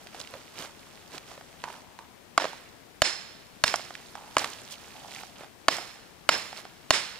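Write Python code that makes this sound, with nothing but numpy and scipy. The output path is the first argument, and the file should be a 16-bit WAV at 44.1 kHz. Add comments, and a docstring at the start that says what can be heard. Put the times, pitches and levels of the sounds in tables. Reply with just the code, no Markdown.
"""A steel hammer breaks up a mineral block on a leafy forest floor, a step or two away.
First boots shuffle in dry leaves and stone knocks and grinds on stone. From 2.4 s four blows excite the
modes of block and hammer head; the trees scatter the sound back, crumbs fall and chunks clack on the pile.
Around 5 s the block is turned, and from 5.7 s three more blows follow.
Each blow overloads the recorder, whose limiter ducks and recovers."""
import sys
import numpy as np
from scipy import signal
from scipy.fft import rfft, irfft, next_fast_len
from scipy.io import wavfile
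from scipy.ndimage import uniform_filter1d, minimum_filter1d

SR = 44100
rng = np.random.default_rng(int(sys.argv[2]) if len(sys.argv) > 2 else 0)


def persist_wave(psi):
    """Save psi, clipped to +-1, as 16-bit WAV."""
    counts = np.round(np.clip(psi, -1, 1) * 32767).astype(np.int16)
    wavfile.write(sys.argv[1], SR, np.atleast_2d(counts).T)


N = 317079
TIME = np.arange(N) / SR

# hammer blows: (time [s], level [dB], contact cutoff [Hz], block pitch [Hz], favoured resonance [Hz],
# hammer ring [dB], ring time [ratio], ground thump [dB], forest echo [dB], crumb shower [dB])
BLOWS = [(2.3776, 1.5, 1200, 694, 1260, -14.5, 0.63, -16, -19, -42),
         (3.0189, 2, 6900, 630, 2620, -5, 0.91, -1, -13.5, -63),
         (3.6384, 1.5, 5850, 626, 1870, -8.5, 0.84, -2, -17.5, -37.5),
         (4.3676, -2.5, 1140, 646, 1144, -11, .35, -3.5, -18.5, -37),
         (5.6832, 3.5, 2480, 672, 1450, -15.5, 1.1, -31, -20, -37),
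         (6.2902, 3.5, 2800, 650, 1780, -8.5, 0.87, -10, -16.5, -37.5),
         (6.9056, 4, 7000, 629, 650, -9, 0.81, -5, -13, -39)]
# modes of the block at the pitch BLOCK_HZ: (frequency [Hz], level [dB], t60 [s])
BLOCK_MODES = [(276.5, -19, 0.029), (650, -4, 0.019), (800, -4, 0.012), (1061, -2, 0.013),
               (1355, -0.5, 0.0093), (1706, -7.5, 0.016), (2054, -3, 0.0093), (2963, -0.5, 0.01),
               (3765, -12.5, 0.027), (4490, 0, 0.015), (6910, 1, 0.009), (8000, -31, .012)]
BLOCK_HZ = 650


def from_db(db):
    """Decibels to amplitude ratio."""
    return 10 ** (np.asarray(db) / 20)


def rms_one(x):
    """Normalise to unit rms."""
    return x / np.sqrt(np.mean(x ** 2) + 1e-20)


def unit_hit(x):
    """Normalise to the energy of 5 ms at unit rms."""
    return x / np.sqrt(np.sum(x ** 2) / (.005 * SR))


def at_hz(points, hz):
    """Interpolate on a log-frequency axis."""
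    known_hz, values = np.transpose(points)
    return np.interp(np.log(np.maximum(hz, 1)), np.log(known_hz), values)


def coloured(x, spectrum):
    """Zero-phase filtering by a curve of (frequency [Hz], gain [dB])."""
    size = next_fast_len(x.shape[-1] + 512)
    gain = from_db(at_hz(spectrum, np.fft.rfftfreq(size, 1 / SR)))
    return irfft(rfft(x, size) * gain, size)[..., :x.shape[-1]]


def low_pass(x, hz, order=1):
    """Causal Butterworth low-pass."""
    return signal.sosfilt(signal.butter(order, min(hz, .45 * SR), fs=SR, output="sos"), x)


def band_pass(x, hz, octaves):
    """A broad resonance reaching so many octaves to either side."""
    edges = np.minimum(hz * 2 ** (octaves * np.array([-1, 1])), [.4 * SR, .45 * SR])
    return signal.sosfilt(signal.butter(1, edges, "band", fs=SR, output="sos"), x + 1e-18)


def fade(t, t60):
    """Exponential decay, 60 dB in t60 seconds."""
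    return np.exp(-np.log(1000) * t / t60)


def since(onset):
    """Seconds since an onset, zero before it."""
    return np.maximum(TIME - onset, 0)


def add(track, onset, sound):
    """Superpose a sound on a track."""
    start = round(onset * SR)
    track[..., start:start + sound.shape[-1]] += sound[..., :N - start]


def pair(draws, correlation):
    """Partial coherence: sum and difference of two independent signals give left and right."""
    mid = np.sqrt((1 + correlation) / 2) * draws[0]
    side = np.sqrt((1 - correlation) / 2) * draws[1]
    return np.array([mid + side, mid - side])


def balanced(x, balance):
    """Split a level difference equally between left and right."""
    left = coloured(x[0], [(hz, db / 2) for hz, db in balance])
    right = coloured(x[1], [(hz, -db / 2) for hz, db in balance])
    return np.array([left, right])


def still_air(level_db=-55.5):
    """Ambient noise of the woods: low-pitched, nearly incoherent, louder on the left."""
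    # background spectrum: (frequency [Hz], level [dB])
    spectrum = [(15, -30), (25, -15.5), (80, -7.5), (117, -7.5), (149, -6.5), (212, -5.5), (293, -6),
                (531, -9), (677, -8.5), (1370, -15.5), (1560, -14), (16000, -29)]
    # its imbalance: (frequency [Hz], left minus right [dB])
    balance = [(80, 15), (300, 12.5), (1400, 11), (6000, 8.5)]
    noise = pair(rng.standard_normal((2, N)), correlation=0.082)
    return balanced(from_db(level_db) * rms_one(coloured(noise, spectrum)), balance)


def forest(x, build_s=0.032, early_t60=0.19, late_db=-17):
    """Multiple scattering: near trunks return a swelling cloud of echoes, far ones a faint tail."""
    # decay of the late echoes: (frequency [Hz], t60 [s])
    decay_times = [(150, 0.16), (1000, 1), (4000, 0.98), (8000, 0.68), (15000, 1)]
    # spectrum of the scattered sound: (frequency [Hz], gain [dB])
    colour = [(60, -34), (250, -9), (650, -5.5), (1200, -5.5), (2000, -2.5), (3200, -4.5), (4500, -3.5),
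              (6000, -7), (8000, -7.5), (10000, -14.5), (15000, -36)]
    t = TIME[:SR]
    echoes = pair(rng.standard_normal((2, SR)), correlation=0.49)
    hz, centres = np.fft.rfftfreq(SR, 1 / SR), np.geomspace(125, 16000, 8)
    spectrum, late = rfft(echoes), 0
    for centre, share in zip(centres, np.eye(len(centres))):
        band = irfft(spectrum * at_hz(np.column_stack([centres, share]), hz), SR)
        late = late + band * fade(t, at_hz(decay_times, centre))
    build_up = 1 - np.exp(-(t / build_s) ** 2)
    response = (echoes * fade(t, early_t60) + from_db(late_db) * late) * build_up
    response = coloured(rms_one(response) / np.sqrt(SR), colour)
    return signal.fftconvolve(x[None], response, axes=-1)[:, :N]


def grains(per_s, spread_db, hiss_db):
    """Shot noise: two streams of tiny fractures of uneven size over a smooth rub."""
    sizes = from_db(spread_db * np.minimum(rng.exponential(1, (2, N)), 4))
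    signs = rng.choice([-1, 1], (2, N))
    clicks = rms_one(sizes * signs * (rng.random((2, N)) < per_s / SR))
    return clicks + from_db(hiss_db) * rng.standard_normal((2, N))


def crumbs(bands=6, octaves=0.39):
    """Impulse responses: crumbs and leaf veins tick, each in one of several resonances."""
    clicks = grains(per_s=220, spread_db=3, hiss_db=-60)
    band_of_click = rng.integers(0, bands, N)
    ticks = 0
    for k, hz in enumerate(np.geomspace(2300, 10000, bands)):
        own_clicks = clicks * (band_of_click == k)
        ticks = ticks + band_pass(band_pass(own_clicks, hz, octaves), hz, octaves) / hz
    return rms_one(ticks)


def crumb_showers(flight_s=0.023, settle_s=0.11):
    """Envelope of thrown crumbs: a linear rise in flight, an exponential decay as they settle."""
    envelope = 0
    for onset, *_, shower_db in BLOWS:
        rise = np.minimum(since(onset) / flight_s, 1)
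        envelope = envelope + from_db(shower_db) * rise * np.exp(-since(onset + flight_s) / settle_s)
    return envelope


def movement(stir_soil_db=-3.5, crumb_soil_db=-5):
    """Incoherent sources add in power: stirring, showers and steps give envelopes for soil and leaves."""
    # stirring of leaves and pile between moves: (time [s], level [dB])
    stirring = [(0, -57), (.9, -57), (1.5, -58.5), (2.2, -68), (3.5, -63), (3.85, -56), (4.7, -53),
                (5.15, -52), (5.55, -66), (7.19, -60.5)]
    # a boot steps or the block is turned: (peak time [s], half length [s], scuff [dB], crackle [dB])
    shuffles = [(0.195, 0.062, -51.5, -49.5), (0.35, 0.086, -54.5, -55.5), (0.617, 0.059, -44, -42.5),
                (1.151, 0.032, -45, -46), (1.316, 0.052, -52.5, -51), (1.714, 0.098, -51.5, -52),
                (4.725, 0.019, -65, -39), (5.18, 0.1, -56.5, -47.5), (5.416, 0.053, -51.5, -54),
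                (6.586, 0.031, -51, -44)]
    stir = from_db(np.interp(TIME, *np.transpose(stirring))) * from_db([[stir_soil_db], [0]])
    showers = crumb_showers() * from_db([[crumb_soil_db], [0]])
    power = stir ** 2 + showers ** 2
    for peak_s, half_s, scuff_db, leaf_db in shuffles:
        swell = np.exp(-np.minimum(((TIME - peak_s) / half_s) ** 2, 20))
        power = power + (swell * from_db([[scuff_db], [leaf_db]])) ** 2
    return np.sqrt(power)


def shuffling(on_soil, on_leaves, scuff_db=0.5, leaves_db=-3.0, crumbs_db=-4.0):
    """Friction and fracture: soles and block scuff the soil while dry leaves and crumbs crackle."""
    # scuffed soil: (frequency [Hz], level [dB])
    soil_spectrum = [(40, -5), (120, 8), (300, 7.5), (700, 8.5), (1400, 8), (2500, 1.5), (6000, -26)]
    # crushed leaves: (frequency [Hz], level [dB])
    leaf_spectrum = [(500, -25), (1500, -5.5), (3000, 11), (5000, 10), (8000, 5), (16000, -8)]
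    soil_grains = pair(grains(per_s=700, spread_db=2.5, hiss_db=0.5), correlation=0.95)
    leaf_grains = pair(grains(per_s=1500, spread_db=3.5, hiss_db=0.5), correlation=0.49)
    scuff = from_db(scuff_db) * rms_one(coloured(soil_grains, soil_spectrum))
    rustle = from_db(leaves_db) * rms_one(coloured(leaf_grains, leaf_spectrum))
    ticks = from_db(crumbs_db) * pair(crumbs(), correlation=0.83)
    return on_soil * scuff + on_leaves * (rustle + ticks)


def grinding(octaves=0.28, attack_s=0.007):
    """Stick-slip friction of stone on stone drives one resonance until the block is at rest."""
    # stone set down on stone: (time [s], level [dB], t60 [s], pitch [Hz])
    grinds = [(.333, -29, 0.093, 580), (1.65, -44.5, 0.8, 925), (1.99, -50, 0.43, 980),
              (4.159, -49, 1.3, 840), (4.94, -48, 1.6, 765)]
    slips = grains(per_s=290, spread_db=2.5, hiss_db=-19.5)[0]
    out = np.zeros(N)
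    for onset, level_db, t60, hz in grinds:
        envelope = np.minimum(since(onset) / attack_s, 1) * fade(since(onset), t60)
        resonance = rms_one(band_pass(band_pass(slips, hz, octaves), hz, octaves))
        out += from_db(level_db) * envelope * resonance
    return out


def crack(t, t60):
    """Acoustic emission: grains crushed at a contact give a brief burst of noise."""
    # crushed grains: (frequency [Hz], level [dB])
    spectrum = [(100, -60), (600, 2), (1500, 3.5), (4500, -0.5), (7500, -1.5), (10000, -4), (16000, -22)]
    return unit_hit(coloured(rng.standard_normal(len(t)), spectrum) * fade(t, t60))


def snaps(t60=0.015, octaves=0.48):
    """Brittle fracture: small things break with a tick in one broad resonance."""
    # chips, twigs and leaves snapping: (time [s], level [dB], pitch [Hz])
    fractures = [(.070, -44, 3400), (0.201, -37, 4770), (.213, -39, 4430), (.273, -43.5, 3000),
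                 (1.180, -38, 3280), (3.679, -22, 3440), (3.7583, -29, 5360), (3.9524, -36.5, 2340),
                 (4.383, -21, 6100), (4.393, -28.5, 4000), (4.4444, -29.5, 3900), (5.148, -40, 4000),
                 (5.768, -36.5, 7000)]
    out, t = np.zeros(N), TIME[:SR // 20]
    for onset, level_db, hz in fractures:
        add(out, onset, from_db(level_db) * unit_hit(band_pass(crack(t, t60), hz, octaves)))
    return out


def ring(modes, t, stretch):
    """Modal superposition: damped sines whose strengths vary a little from hit to hit."""
    scatter_db = rng.normal(0, 1.5, len(modes))
    return sum(from_db(db + scatter_db[k]) * np.sin(2 * np.pi * hz * stretch * t)
               * fade(t, t60) * (-1) ** k for k, (hz, db, t60) in enumerate(modes))


def small_knocks(on_soil, per_s=14, slot_s=.02, above_soil_db=4, spread_db=3, pitch_hz=740):
    """A random point process of clacks that follow the soil's level: (time [s], level [dB], pitch [Hz])."""
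    slots = np.arange(0, TIME[-1] - slot_s, slot_s)
    chance, jitter = rng.random((2, len(slots)))
    strength, detune = rng.standard_normal((2, len(slots)))
    times = slots + slot_s * jitter
    levels_db = 20 * np.log10(np.interp(times, TIME, on_soil)) + above_soil_db + spread_db * strength
    pitches = pitch_hz * 2 ** (0.18 * detune)
    return np.column_stack([times, levels_db, pitches])[chance < per_s * slot_s]


def chunk_knocks(on_soil, grit_db=-8, grit_t60=0.099, lowest_mode_db=5, treble_ratio=1.27, bass_ratio=0.32):
    """Geometric scaling: chunks ring like copies of the block, smaller ones higher and more sharply."""
    # chunks and block knocking together: (time [s], level [dB], pitch [Hz])
    knocks = [(.146, -39.5, 747), (.3385, -36, 596), (1.147, -39.5, 386), (1.377, -43, 560),
              (1.410, -44, 710), (1.639, -29, 980), (1.686, -42, 870), (1.989, -40, 914), (2.399, -25, 910),
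              (2.420, -28, 700), (2.4428, -24.5, 566), (2.4525, -26, 617), (2.531, -38.5, 860),
              (3.7402, -19, 700), (3.795, -37, 714), (3.906, -38, 734), (4.153, -35, 780),
              (4.381, -24, 1130), (4.4175, -32, 800), (4.4431, -27.5, 1120), (5.234, -38.5, 776),
              (5.408, -43, 564), (5.434, -42.5, 744), (5.784, -32.5, 700), (6.528, -37, 740),
              (6.652, -40, 740)]
    out, t = np.zeros(N), TIME[:SR // 10]
    for onset, level_db, pitch_hz in [*knocks, *small_knocks(on_soil)]:
        stretch = pitch_hz / BLOCK_HZ
        lowest_mode = from_db(lowest_mode_db) * ring(BLOCK_MODES[1:2], t, stretch)
        body = unit_hit(lowest_mode - ring(BLOCK_MODES[2:], t, stretch))
        knock = low_pass(body + from_db(grit_db) * crack(t, grit_t60), treble_ratio * pitch_hz)
        # a chunk radiates little below its lowest mode
        bass_cut = signal.butter(2, bass_ratio * pitch_hz, "high", fs=SR, output="sos")
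        add(out, onset, from_db(level_db) * unit_hit(signal.sosfilt(bass_cut, knock)))
    return out


def steel_ring(t, ring_share):
    """Free vibration of the rebounding head; hand and motion modulate each mode's strength and phase."""
    # modes of the hammer head: (frequency [Hz], waver bandwidth [Hz], level [dB], t60 [s])
    head_modes = [(4260, 66, -38, 0.87), (5230, 110, -25, 0.48), (5235, 54, -40, 1.1),
                  (7000, 210, -40, 0.76)]
    out = 0
    for hz, width_hz, db, t60 in head_modes:
        in_phase, quadrature = rms_one(low_pass(rng.standard_normal((2, len(t))), width_hz, order=2))
        phase = 2 * np.pi * hz * t
        tone = in_phase * np.cos(phase) + quadrature * np.sin(phase)
        out = out + from_db(db) * fade(t, t60 * ring_share) * tone
    return out


def hammer_blows(crack_db=-5, favour_db=5, steel_db=1, thump_hz=90, thump_left_db=-4):
    """Impact excitation: block, crushed grains, steel and soil sound together, then the trees answer."""
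    out, t = np.zeros((2, N)), TIME[:2 * SR // 3]
    thump_pan = from_db([[thump_left_db], [0]])
    for (onset, level_db, contact_hz, pitch_hz, favoured_hz,
         ring_db, ring_share, thump_db, echo_db, _) in BLOWS:
        # the spot that is struck favours some of the block's modes
        modes = [(hz, db + favour_db * np.exp(-(np.log(hz / favoured_hz) / 0.16) ** 2), t60)
                 for hz, db, t60 in BLOCK_MODES]
        body = unit_hit(ring(modes, t, pitch_hz / BLOCK_HZ))
        # a block that gives way lengthens the contact and dulls the blow
        strike = low_pass(body + from_db(crack_db) * crack(t, t60=0.022), contact_hz)
        # the block is too small to radiate much bass
        strike = unit_hit(strike - low_pass(strike, hz=300))
        head = pair([steel_ring(t, ring_share), steel_ring(t, ring_share)], correlation=0.96)
        steel = from_db(ring_db + steel_db) * head
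        thump = from_db(thump_db) * np.sin(2 * np.pi * thump_hz * t) * fade(t, t60=0.011) * thump_pan
        # summed over all directions the blow is close to a plain click
        click = unit_hit(low_pass(signal.unit_impulse(len(t)) + 1e-18, contact_hz))
        echo = from_db(echo_db) * forest(click)[:, :len(t)]
        add(out, onset, from_db(level_db) * (strike + steel + thump + echo))
    return out


def microphones(x, right_lag_s=4.5e-5):
    """Acoustic shadow and path difference: the left side is duller, the right a moment later."""
    # shading of the left port: (frequency [Hz], left minus right [dB])
    shadow = [(60, 2), (250, -2.5), (600, -4), (1600, -6.5), (5000, -7.5), (15000, -12)]
    return balanced([x[0], np.interp(TIME - right_lag_s, TIME, x[1])], shadow)


def limiter(x, ceiling_db=-7.0, release_db_per_s=330):
    """Look-ahead limiting: each channel is turned down just before a peak and recovers steadily."""
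    over_db = np.maximum(20 * np.log10(np.abs(x) + 1e-9) - ceiling_db, 0)
    ramp = release_db_per_s * TIME
    gain_db = ramp - np.maximum.accumulate(over_db + ramp, axis=-1)
    smooth_db = uniform_filter1d(minimum_filter1d(gain_db, size=41), size=41)
    return x * from_db(smooth_db)


def scene(debris_echo_db=-18):
    """Superposition of still air, blows, footwork, debris and its echoes."""
    on_soil, on_leaves = movement()
    air = still_air()
    blows = hammer_blows()
    rustle = shuffling(on_soil, on_leaves)
    debris = snaps() + grinding() + chunk_knocks(on_soil)
    echoes = from_db(debris_echo_db) * forest(debris)
    return microphones(blows + debris + echoes + rustle) + air


def record(dry, overload=1.41, cutoff_hz=15500):
    """Saturation in the microphones rounds off the blows, the limiter ducks them, the top is cut."""
    limited = limiter(overload * np.tanh(dry / overload))
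    return signal.sosfilt(signal.ellip(10, .1, 80, cutoff_hz, fs=SR, output="sos"), limited)


dry = scene()
out = record(dry)
persist_wave(out)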